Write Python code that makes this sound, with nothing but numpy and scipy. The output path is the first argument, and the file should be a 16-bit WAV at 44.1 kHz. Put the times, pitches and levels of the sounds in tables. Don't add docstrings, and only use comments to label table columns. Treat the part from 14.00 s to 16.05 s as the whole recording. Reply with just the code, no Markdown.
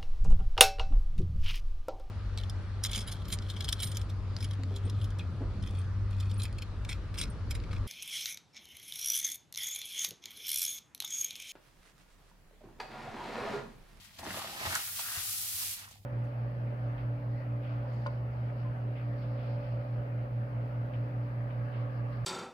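import sys
import numpy as np
from scipy import signal
from scipy.fft import rfft, irfft
from scipy.io import wavfile

SR = 44100
rng = np.random.default_rng(int(sys.argv[2]) if len(sys.argv) > 2 else 0)


def transcribe(u):
    v = np.clip(np.atleast_2d(u).T, -1, 1)
    q = np.round(v * 32767).astype(np.int16)
    wavfile.write(sys.argv[1], SR, q)


N = 90405
T = np.arange(N) / SR

# (time [s], left ear lag [ms], left-right balance [dB])
HAND_PATH = [(0, -0.086, 3), (.26, 0.079, -0.5), (.4, 0.091, 0), (.62, 0.2, -0.4), (.76, 0.15, 1),
             (.92, 0.046, -0.3), (1.05, -0.14, 0.5), (1.22, -0.15, 2.7), (1.4, -0.026, 1.2),
             (1.62, 0.23, -1), (1.85, 0.27, -1.5)]
# (frequency [Hz], relative density [dB per Hz])
CREASE_SPECTRUM = [(1500, -5), (3000, -7), (5500, 7), (8000, 6.5), (15000, -17)]


def from_db(db):
    return 10 ** (np.asarray(db) / 20)


def rms_one(x):
    return x / np.sqrt(np.mean(x ** 2) + 1e-20)


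def in_time(rows):
    times, *columns = np.transpose(rows)
    return [np.interp(T, times, column) for column in columns]


def low_noise(cutoff_hz):
    sos = signal.butter(2, cutoff_hz, fs=SR, output="sos")
    return rms_one(signal.sosfilt(sos, rng.standard_normal(N)))


def colour(x, spectrum):
    hz, db = np.transpose(spectrum)
    f = np.maximum(np.fft.rfftfreq(2 * N, 1 / SR), 1)
    skirt = np.minimum(f / hz[0], 1) ** 2 * np.minimum(hz[-1] / f, 1) ** 2
    gain = skirt * from_db(np.interp(np.log(f), np.log(hz), db))
    return rms_one(irfft(rfft(x, 2 * N) * gain)[..., :N])


def resonate(x, hz, width_hz):
    r = np.exp(-np.pi * width_hz / SR)
    zeros = np.array([1, 0, -1]) * (1 - r * r) / 2
    poles = [1, -2 * r * np.cos(2 * np.pi * hz / SR), r * r]
    return signal.lfilter(zeros, poles, x + 1e-18)


def friction(per_s, spread_db, smooth_db):
    sizes = from_db(spread_db * np.minimum(rng.exponential(1, N), 4)) * rng.choice([-1, 1], N)
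    slips = rms_one(sizes * (rng.random(N) < per_s / SR))
    return rms_one(slips + from_db(smooth_db) * rng.standard_normal(N))


def judder(rate_hz, depth_db):
    limit = 1.5
    return rms_one(from_db(depth_db * np.minimum(low_noise(rate_hz), limit)))


def desk(x):
    # (frequency [Hz], width [Hz], relative gain [dB])
    desk_modes = [(200, 100, -4), (360, 23, -12), (657, 8.9, 4.5), (715, 14, -3), (840, 23, -6.5),
                  (977, 15, -12), (1209, 22, 1), (1299, 11, 2.5), (1444, 15, -3), (1540, 14, -4.5),
                  (1860, 65, 1), (2710, 13, 5.5)]
    ring_db = -2.5
    return x + sum(from_db(ring_db + db) * resonate(x, hz, width) for hz, width, db in desk_modes)


def place(x, scatter_db, room_db, scatter_s=0.0046):
    room_t60_s, shift_s, echo_low_hz = 0.064, 0.1238, 149
    lag_ms, pan_db = in_time(HAND_PATH)
    age = T[:N // 6]
    highpass = signal.butter(1, echo_low_hz, "high", fs=SR, output="sos")
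    ears = []
    for side in (1, -1):
        direct = np.interp(T - side * lag_ms / 2000, T, x)
        tail = rng.standard_normal(len(age)) * from_db(-60 * age / room_t60_s) * (age > .006)
        echo = from_db(room_db) * signal.fftconvolve(x, tail / np.linalg.norm(tail))[:N]
        for phase in (0, np.pi / 2):
            near = rng.standard_normal(len(age)) * np.exp(-age / scatter_s)
            share = np.cos(T / shift_s + phase)
            echo += from_db(scatter_db) * signal.fftconvolve(x * share, near / np.linalg.norm(near))[:N]
        echo = signal.sosfilt(highpass, echo)
        ears.append((direct + echo) * from_db(side * pan_db / 2))
    return rms_one(np.array(ears)) * x.std()


def stereo_balance():
    _, pan_db = in_time(HAND_PATH)
    return from_db(np.outer([1, -1], pan_db) / 2)


def room_tone(side_db=-10):
    # (frequency [Hz], relative density [dB per Hz])
    rumble_spectrum = [(20, -20), (45, -2), (75, -7), (100, 7), (135, -6), (200, -6.5), (330, -23.5),
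                       (600, -23.5), (2000, -40), (15000, -42)]
    rumble_db, hum_db, hum_hz = -62.5, -68.5, 100
    mid, side = colour(rng.standard_normal((2, N)), rumble_spectrum)
    hum = from_db(hum_db) * np.sqrt(2) * np.sin(2 * np.pi * hum_hz * T)
    return from_db(rumble_db) * (mid + from_db(side_db) * side * [[1], [-1]]) + hum


def hollow(x):
    # (time [s], centre frequency [Hz], height [dB])
    cavity_glide = [(.1, 1250, 0), (.24, 815, -5), (0.33, 1050, -3), (0.42, 1060, 7), (0.57, 900, 4),
                    (0.67, 1210, 7), (.755, 1500, 3), (0.85, 1370, 5.5), (0.94, 1450, 3.5), (.995, 980, 5),
                    (1.05, 1450, 10), (1.15, 1600, 9), (1.4, 1340, 11.5), (1.62, 1160, 8.5), (1.9, 980, -3)]
    width_octaves = 0.16
    hz, height_db = in_time(cavity_glide)
    f = np.log2(np.maximum(np.fft.rfftfreq(N, 1 / SR), 1))
    spectrum, out = rfft(x), 0
    centres = np.log2(np.geomspace(400, 4000, 12))
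    for centre, weights in zip(centres, np.eye(len(centres))):
        band = irfft(spectrum * np.interp(f, centres, weights), N)
        distance = (centre - np.log2(hz)) / width_octaves
        out = out + band * from_db(height_db * np.exp(-distance ** 2 / 2))
    return rms_one(out)


def dragging_hand():
    # (time [s], level before trim [dB])
    drag_curve = [(0.0, -81), (0.08, -71.5), (0.17, -73), (0.2, -53.5), (0.275, -46.5), (0.335, -50.5),
                  (0.38, -47), (0.42, -56.5), (0.6, -54.5), (0.655, -45), (0.7, -54.5), (0.73, -49),
                  (0.89, -71.5), (0.99, -68.5), (1.03, -65), (1.1, -69), (1.17, -65.5), (1.3, -72),
                  (1.6, -72.5), (1.645, -60.5), (1.7, -71.5), (2.05, -79.5)]
    # (time [s], level before trim [dB])
    rub_curve = [(0.0, -64.5), (0.05, -62), (0.16, -66.5), (0.26, -49.5), (0.39, -48), (0.53, -51),
                 (0.6, -43.5), (0.665, -39.5), (0.685, -47), (0.755, -39), (0.82, -47.5), (0.96, -57.5),
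                 (0.995, -49), (1.025, -51.5), (1.12, -51.5), (1.19, -49.5), (1.225, -60), (1.5, -61.5),
                 (1.63, -51.5), (1.69, -65), (1.84, -53.5), (1.93, -73), (2.05, -90)]
    # (frequency [Hz], relative density [dB per Hz])
    board_spectrum = [(55, 2), (110, 4.5), (200, 1), (310, 0.5), (450, -4.5), (660, 3), (880, 2.5),
                      (1200, -12.5), (2200, -7.5), (5000, -35)]
    wad_spectrum = [(480, -17), (680, -8), (1000, -2), (1500, -1.5), (2100, -3), (3000, -7), (6000, -17)]
    drag_trim_db, rub_trim_db = 3.5, 0.5
    (drag_db,), (rub_db,) = in_time(drag_curve), in_time(rub_curve)

    drag = colour(desk(friction(2200, 2.9, -7.5) * judder(104, 1.8)), board_spectrum)
    drag = drag * from_db(drag_db + drag_trim_db)
    rub = hollow(colour(desk(friction(800, 2.7, -8.5) * judder(220, 1.55)), wad_spectrum))
    rub = rub * from_db(rub_db + rub_trim_db)
    return place(drag, scatter_db=-4, room_db=-11.5) + place(rub, scatter_db=-3.5, room_db=-5)


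def sliding_paper(spot_db=-5, spread_db=-2):
    # (time [s], coarse rasp level before trims [dB], fine hiss level before trim [dB])
    slide_curve = [(0.0, -61, -69), (0.05, -59, -62.5), (0.1, -66.5, -70.5), (0.18, -60, -68),
                   (0.19, -50, -55.5), (0.22, -61, -64), (0.26, -52.5, -59.5), (0.37, -45.5, -47),
                   (0.45, -48, -54.5), (0.59, -50.5, -51.5), (0.66, -42.5, -47), (0.755, -42.5, -41),
                   (0.79, -45.5, -43), (0.94, -57.5, -45), (1.0, -43.5, -41.5), (1.03, -50.5, -43),
                   (1.21, -45, -41), (1.3, -57.5, -39), (1.52, -53.5, -41.5), (1.63, -49, -39),
                   (1.74, -51.5, -42.5), (1.77, -53, -49.5), (1.85, -57, -57.5), (1.865, -67, -62),
                   (1.92, -60.5, -64), (1.97, -65.5, -71), (2.0, -75, -72.5), (2.05, -75.5, -76)]
    # (frequency [Hz], relative density [dB per Hz])
    rasp_spectrum = [(900, -9.5), (1700, -4), (2300, 0), (3100, 2.5), (4500, 1.5), (6000, -4.5),
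                     (8000, -6.5), (15000, -47)]
    hiss_spectrum = [(2500, -7.5), (5000, -2), (7000, -2), (9000, -1), (10800, 1), (13000, -.5),
                     (15000, -4.5), (16000, -12.5)]
    rasp_trim_db, hiss_trim_db = 0.5, 0.6
    rasp_db, hiss_db = in_time(slide_curve)
    rasp_db = rasp_db + rasp_trim_db

    spot = colour(friction(2000, 4.7, -6) * judder(140, 1.4), rasp_spectrum)
    spot = spot * from_db(rasp_db + spot_db)
    around = np.array([friction(4000, 3.1, 0.67) for _ in "LR"]) * judder(63, 1.7)
    around = colour(around, rasp_spectrum) * from_db(rasp_db + spread_db)
    sheet = np.array([friction(9000, 3.7, 0.61) for _ in "LR"]) * judder(72, 0.59)
    sheet = colour(sheet, hiss_spectrum) * from_db(hiss_db + hiss_trim_db)
    wide = np.sqrt(2) * (around + sheet) * stereo_balance()
    return place(spot, scatter_db=2, room_db=-25.0) + wide


def creases():
    # (time [s], level before reflections [dB])
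    crackle_events = [(0.048, -46), (0.186, -45), (.192, -52), (.197, -51), (0.239, -35.5), (0.307, -37),
                      (.399, -47), (0.985, -31), (0.997, -35), (1.789, -37), (1.849, -46), (1.885, -41),
                      (1.911, -42.5), (1.974, -53)]
    decay_s = 0.0068
    bursts = sum(from_db(db) * (T >= s) * np.exp(-np.abs(T - s) / decay_s) for s, db in crackle_events)
    grain = colour(friction(3000, 1, 0), CREASE_SPECTRUM)
    grain = grain / np.percentile(np.abs(grain), 99)
    return place(bursts * grain, scatter_db=12, room_db=3)


def catches():
    # (time [s], peak level before the desk [dB], band centre [Hz], decay constant [s])
    catch_events = [(0.193, -41.5, 750, 0.0067), (0.265, -32, 1400, 0.0013), (0.268, -38, 315, 0.0022),
                    (0.278, -44, 360, 0.0042), (0.288, -51, 804, .002), (0.306, -29.5, 1720, 0.0027),
                    (0.312, -44, 1310, 0.0022), (0.32, -40, 1200, .002), (0.343, -36.5, 980, 0.003),
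                    (.372, -31.5, 760, 0.006), (0.377, -37, 1180, 0.0028), (0.396, -43, 1100, 0.0038),
                    (0.418, -31, 980, 0.0031), (0.444, -35, 810, 0.0033), (0.48, -40.5, 700, .002),
                    (0.61, -45, 860, .0015), (0.631, -37, 1400, .002), (0.655, -30, 2000, .004),
                    (0.669, -31, 1100, 0.0012), (0.675, -31, 1090, 0.00069), (0.709, -31, 1300, 0.0023),
                    (0.725, -28, 1180, .006), (0.757, -26, 1410, 0.0043), (0.792, -31.5, 1140, 0.0032),
                    (0.993, -36, 1050, 0.0042), (1.117, -39, 1900, 0.0025), (1.172, -36, 1710, .005),
                    (1.202, -41, 1710, 0.0017), (1.877, -42.5, 1330, 0.0037), (1.912, -47, 890, 0.0015),
                    (1.955, -53, 850, 0.0033)]
    slips_db = -14
    band_ratio = 1.45
    out, age = np.zeros(N + SR), T[:N // 20]
    for s, db, hz, decay_s in catch_events:
        slips = from_db(slips_db) * rng.standard_normal(len(age)) * np.exp(-age / decay_s)
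        force = (age == 0) + slips
        edges = hz * band_ratio ** np.array([-1, 1])
        burst = signal.sosfilt(signal.butter(2, edges, "band", fs=SR, output="sos"), force)
        start = int(s * SR)
        out[start:start + len(age)] += from_db(db) * burst / np.abs(burst).max()
    return place(desk(out[:N]), scatter_db=-46, room_db=-7.0)


def thumps():
    # (time [s], level before attack and decay [dB], time to decay by 60 dB [s])
    bump_events = [(0.207, -41.5, .1), (0.276, -41.5, 0.14), (0.333, -45, 0.14), (.667, -34, 0.2),
                   (1.173, -36, 0.099), (1.54, -41.5, 0.11)]
    mode_hz, attack_s = 91.8, 0.0037
    swing = np.zeros(N)
    for s, db, t60_s in bump_events:
        age = np.maximum(T - s, 0)
        envelope = from_db(db - 60 * age / t60_s) * np.expm1(-age / attack_s)
        swing += envelope * np.sin(2 * np.pi * mode_hz * age)
    return place(swing, scatter_db=-13.0, room_db=-25)


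def chatters():
    # (start [s], length [s], level before the swell [dB], mean pitch [Hz])
    chatter_events = [(.229, 0.015, -41.5, 830), (0.252, 0.021, -47, 790), (0.695, 0.038, -43, 1380),
                      (0.727, 0.057, -38.5, 1450), (0.754, 0.0083, -32, 1514), (0.766, 0.021, -46, 1502),
                      (0.994, 0.02, -54, 830)]
    wander_depth, wander_hz = .085, 240.6
    out = np.zeros(N)
    for s, length_s, db, hz in chatter_events:
        pitch_hz = hz * (1 + wander_depth * low_noise(wander_hz))
        tone = np.sin(2 * np.pi * np.cumsum(pitch_hz) / SR) * judder(200, 1.6)
        swell = np.sin(np.pi * np.clip((T - s) / length_s, 0, 1))
        out += from_db(db) * rms_one(tone) * swell
    return place(out, scatter_db=-9, room_db=-11)


def skimming_paper():
    # (time [s], level [dB])
    skim_curve = [(.72, -72), (.84, -44), (.96, -44), (1.05, -43), (1.18, -56), (1.28, -46), (1.4, -46),
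                  (1.5, -44), (1.6, -43), (1.74, -56), (1.85, -76)]
    # (frequency [Hz], relative density [dB per Hz])
    sizzle_spectrum = [(7000, -29), (9500, -17), (11000, -8), (12500, -9), (15500, -3), (16000, -7)]
    (skim_db,) = in_time(skim_curve)
    sizzle = colour(np.array([friction(4400, 3.5, 2) for _ in "LR"]), sizzle_spectrum)
    return sizzle * from_db(skim_db) * stereo_balance()


def snap(crack_db=-15, flurry_db=-22, flurry_s=0.0076):
    time_s, level_db, pan_db = .7533, -13.8, -6
    ring_hz, ring_width_hz, crack_decay_s = 6800, 3900, .0005
    impulse = 1.0 * (np.arange(N) == int(time_s * SR))
    tick = resonate(resonate(impulse, ring_hz, ring_width_hz), ring_hz, ring_width_hz)
    tick = tick / np.abs(tick).max()

    age = np.where(T >= time_s, T - time_s, np.inf)
    crack = np.diff(rng.standard_normal(N + 1)) / 2 * np.exp(-age / crack_decay_s)
    flurry = colour(rng.standard_normal((2, N)), CREASE_SPECTRUM) * np.exp(-age / flurry_s)
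    direct = place(tick + from_db(crack_db) * crack, scatter_db=-12, room_db=-12)
    direct = direct * from_db(np.array([[1], [-1]]) * pan_db / 2)
    return from_db(level_db) * (direct + from_db(flurry_db) * flurry)


def scene():
    wiping = dragging_hand() + sliding_paper() + skimming_paper()
    contacts = creases() + catches() + thumps() + chatters() + snap()
    return room_tone() + wiping + contacts


def record(dry):
    cutoff_hz = 15900
    lowpass = signal.firwin(401, cutoff_hz, fs=SR, window="blackman")
    return signal.fftconvolve(dry, lowpass[None], mode="same", axes=1)


dry = scene()
out = record(dry)
transcribe(out)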